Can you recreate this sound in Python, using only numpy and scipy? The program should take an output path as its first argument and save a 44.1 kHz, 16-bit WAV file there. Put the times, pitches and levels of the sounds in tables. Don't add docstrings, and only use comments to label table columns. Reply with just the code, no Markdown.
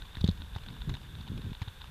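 import sys
import numpy as np
from scipy import signal
from scipy.fft import rfft, irfft
from scipy.io import wavfile

SR = 44100
rng = np.random.default_rng(int(sys.argv[2]) if len(sys.argv) > 2 else 0)


def to_wav(s):
    ch = np.atleast_2d(s).T
    pcm = np.round(np.clip(ch, -1, 1) * 32767)
    wavfile.write(sys.argv[1], SR, pcm.astype(np.int16))


N = 83790

KNOCK_HITS = [(0.2412, -12.5, 0.00072, -35), (0.2874, -14, 0.00069, -36.5)]
HAND_BUMPS = [(.169, -32.5, -40.5, 1770, -38.5), (0.2129, -27, -60, 3570, -39),
              (0.263, -26, -40, 3600, -46), (0.5611, -29, -41, 970, -37), (0.893, -30, -36, 960, -41),
              (.9393, -33, -39, 3670, -61), (1.617, -25.5, -38, 900, -42), (1.676, -30, -44, 960, -48.5)]
CASING_CLICKS = [(.2128, -42.5, 0.015), (0.2636, -53, 0.0093), (0.2778, -33, 0.0034), (.3134, -43, 0.0036),
                 (1.212, -49, 0.013)]
FOCUS_STEPS = [(0.0212, -28.5), (0.1535, -27), (0.2863, -30), (0.4196, -28.5), (0.5523, -29.5),
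               (.6858, -28), (.819, -28), (0.9519, -27.5), (1.153, -33), (1.2845, -33.5), (1.418, -34.5),
               (1.5507, -30), (1.683, -30), (1.817, -28)]
PATTER_TICKS = [(0.5826, -46.5, 2920), (0.635, -47.5, 4200), (0.6622, -44, 1540), (0.702, -49, 1070),
                (.7645, -53, 2900), (0.901, -47, 930), (0.9185, -52, 2900), (0.9677, -46, 3130),
                (1.066, -54, 2950), (1.268, -50, 2780), (1.376, -45.5, 2640), (1.530, -45.5, 3130),
                (1.627, -46.5, 2970), (1.841, -45, 960)]
WIND_BUFFETS = [(1.299, -30, 0.0037), (1.3172, -29, 0.0026), (1.3315, -32.5, 0.0029),
                (1.357, -34.5, 0.0073), (1.3755, -36, 0.0025), (1.3925, -31.5, 0.0025),
                (1.4395, -31, 0.0057), (1.4645, -37, 0.0021), (1.5165, -32, 0.0025)]
# f/Hz, width/Hz, gain/dB
BODY_MODES = [(92.4, 27.6, -3.5), (176, 60, -3), (390, 250, -14)]
RATTLE_MODES = [(3540, 140, -4), (3870, 290, -18)]
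BARREL_MODES = [(997, 160, 1.5), (1510, 154, 3.5), (1850, 210, -3), (2870, 660, -2.5), (3667, 217, 9.5),
                (4200, 100, -6.5)]
# f/Hz, relative level/dB
CASING_SPECTRUM = [(100, -37), (400, -11), (1000, -10.5), (2300, -25), (3000, -10.5), (3600, 2.5),
                   (4050, -3.5), (4800, -11), (6500, -24), (9000, -30), (14500, -36)]
CLACK_SPECTRUM = [(200, 8.5), (420, -3), (620, -18), (920, 3.5), (1270, -24), (1650, -2), (2300, -9.5),
                  (3100, -15.5), (3700, 2), (4400, -15), (5800, -22), (6600, -18), (8000, -31),
                  (14500, -33)]
PATTER_SPECTRUM = [(300, -11), (650, -4.5), (950, 7.5), (1250, 2.5), (1600, -26), (2200, -4.5), (2900, 3),
                   (3800, -3), (4600, -8.5), (6000, -22), (14000, -30)]
RUMBLE_SPECTRUM = [(12, -35), (28, -1.5), (45, -1), (85, -4.5), (130, -17), (200, -23), (300, -34),
                   (600, -44.5), (2000, -62.5)]
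GUST_SPECTRUM = [(20, -7.5), (55, 0), (95, 3), (150, -0.5), (210, -7), (280, -15.5), (400, -19.5),
                 (600, -37), (1500, -57), (4000, -89)]
AIR_SPECTRUM = [(100, 8), (300, -6.5), (450, -3), (700, -9.5), (930, -2), (1270, -6), (1570, 0.5),
                (2050, -9.5), (2600, -7.5), (3200, -7), (3600, 3), (4050, -11), (4400, -12), (5000, -21.5),
                (7500, -26), (14500, -49)]
# t/s, level/dB
RUMBLE_ENVELOPE = [(0, -39.5), (.11, -52), (.23, -39), (.36, -39), (.48, -46.5), (.72, -47.5), (.85, -36),
                   (.93, -50), (1.0, -53.5), (1.12, -47.5), (1.28, -66), (1.48, -41.5), (1.58, -52),
                   (1.75, -54), (1.9, -43.5)]
GUST_ENVELOPE = [(0, -64), (.36, -66), (.42, -39), (.46, -63), (.66, -50.5), (.71, -41.5), (.85, -54),
                 (.88, -31.5), (.96, -40.5), (.985, -51.5), (1.19, -44.5), (1.28, -45.5), (1.315, -40.5),
                 (1.38, -32.5), (1.415, -48.5), (1.45, -39), (1.52, -38.5), (1.55, -80), (1.9, -55.5)]

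RISE_S, RING_WIDTH_HZ = 0.0012, 280
RATTLE_LAG_S = 0.00057
THUD_LEAD_S, CLACK_HOLD_S, SCUFF_GAIN_DB = 0.0024, 0.0011, -13
TICK_TOP_HZ, TICK_GAIN_DB, WHIRR_LEAD_S, WHIRR_GAIN_DB = 4280, 7.5, 0.005, -19.5
PATTER_RING_GAIN_DB, SPRINKLE_PER_S, SPRINKLE_BASE_DB, SPRINKLE_SPREAD_DB = -6.5, 30, -56.5, 3
AIR_DB, AIR_WAVER_DB, MIC_HISS_DB = -54.5, 0.6, -64.5
LOWPASS_HZ = 14400


def knocks():
    out = 0
    rattle = noise(CASING_SPECTRUM) + sum(undb(db) * tone(hz, width) for hz, width, db in RATTLE_MODES)
    for start_s, thump_db, contact_s, rattle_db in KNOCK_HITS:
        age = np.clip((clock() - start_s) / contact_s, 0, 60)
        force = age ** 2 * np.exp(-age)
        out += peak(ring_modes(force, BODY_MODES), thump_db)
        envelope = burst(start_s + RATTLE_LAG_S, hold_s=0.0055, decay_s=0.0016)
        out += undb(rattle_db) * shaped(rattle, envelope)
    return out


def hand_bumps():
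    out, clack = 0, noise(CLACK_SPECTRUM)
    for start_s, thud_db, clack_db, ring_hz, ring_db in HAND_BUMPS:
        force = -push(start_s - THUD_LEAD_S, length_s=0.0066)
        out += peak(ring(force, hz=95.5, width_hz=47), thud_db)
        contact = burst(start_s, CLACK_HOLD_S, decay_s=0.0045)
        scuff = undb(SCUFF_GAIN_DB) * burst(start_s, hold_s=0, decay_s=0.011)
        out += undb(clack_db) * shaped(clack, contact + scuff)
        hollow = tone(ring_hz, RING_WIDTH_HZ)
        out += undb(ring_db) * shaped(hollow, burst(start_s, CLACK_HOLD_S, decay_s=0.0017))
    return out


def casing_clicks():
    creak = noise(CASING_SPECTRUM)
    return sum(undb(db) * shaped(creak, push(centre_s - length_s / 2, length_s))
               for centre_s, db, length_s in CASING_CLICKS)


def focus_drive():
    stops, running = np.zeros(N), np.zeros(N)
    for stop_s, db in FOCUS_STEPS:
        stops[int(stop_s * SR)] += undb(db)
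        running += undb(db + WHIRR_GAIN_DB) * burst(stop_s - WHIRR_LEAD_S, hold_s=0.0028, decay_s=0.0019)
    lowpass = signal.butter(10, TICK_TOP_HZ, fs=SR, output="sos")
    ticks = signal.sosfilt(lowpass, ring_modes(stops, BARREL_MODES))
    whirr = tone(hz=3450, width_hz=170) * running
    return unit(ticks) * np.std(stops) * undb(TICK_GAIN_DB) + whirr


def patter():
    def tick(start_s, db):
        return undb(db) * burst(start_s, hold_s=0.0023, decay_s=0.002)

    out, dull = 0, noise(PATTER_SPECTRUM)
    for start_s, db, ring_hz in PATTER_TICKS:
        ringing = undb(PATTER_RING_GAIN_DB) * tone(ring_hz, RING_WIDTH_HZ)
        out += shaped(dull + ringing, tick(start_s, db))
    for position, faintness in rng.random((int(SPRINKLE_PER_S * N / SR), 2)):
        db = SPRINKLE_BASE_DB - SPRINKLE_SPREAD_DB * np.log(faintness + 0.055)
        out += dull * tick(position * N / SR, db)
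    return out


def wind():
    rumble = noise(RUMBLE_SPECTRUM) * follow(RUMBLE_ENVELOPE)
    gusts = noise(GUST_SPECTRUM) * follow(GUST_ENVELOPE)
    buffets = sum(peak(ring(-push(start_s, length_s), hz=139, width_hz=130), db)
                  for start_s, db, length_s in WIND_BUFFETS)
    return rumble + gusts + buffets


def hiss():
    waver = noise([(1, -6), (12, 0), (60, -40), (300, -100)])
    air = noise(AIR_SPECTRUM) * undb(AIR_DB + AIR_WAVER_DB * waver)
    return air + undb(MIC_HISS_DB) * rng.standard_normal(N)


def undb(db):
    return 10 ** (np.asarray(db) / 20)


def unit(x):
    return x / np.sqrt(np.mean(x ** 2))


def peak(x, db):
    return x * undb(db) / (np.abs(x).max() + 1e-12)


def clock():
    return np.arange(N) / SR


def follow(envelope):
    times_s, db = np.array(envelope).T
    return undb(np.interp(clock(), times_s, db))


def noise(spectrum):
    hz, db = np.array(spectrum).T
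    bins_hz = np.maximum(np.arange(N // 2 + 1) * SR / N, 1)
    gain = undb(np.interp(np.log(bins_hz), np.log(hz), db))
    return unit(irfft(rfft(rng.standard_normal(N)) * gain, N))


def ring(x, hz, width_hz):
    return signal.lfilter(*signal.iirpeak(hz, hz / width_hz, fs=SR), x)


def ring_modes(force, modes):
    return sum(undb(db) * ring(force, hz, width_hz) for hz, width_hz, db in modes)


def tone(hz, width_hz):
    band = ring(rng.standard_normal(N), hz, width_hz)
    return unit(ring(band, hz, 2 * width_hz))


def push(start_s, length_s):
    return np.sin(np.pi * np.clip((clock() - start_s) / length_s, 0, 1)) ** 2


def burst(start_s, hold_s, decay_s):
    age_s = clock() - start_s
    return np.clip(age_s / RISE_S, 0, 1) * np.exp(-np.clip((age_s - hold_s) / decay_s, 0, 60))


def shaped(x, envelope):
    return unit(x * envelope) * np.sqrt(np.mean(envelope ** 2))


def scene():
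    return (hiss() + wind() + knocks() + hand_bumps() + casing_clicks() + focus_drive() + patter())[None]


def record(dry):
    return signal.sosfilt(signal.ellip(10, .2, 70, LOWPASS_HZ, fs=SR, output="sos"), dry)


dry = scene()
out = record(dry)
to_wav(out)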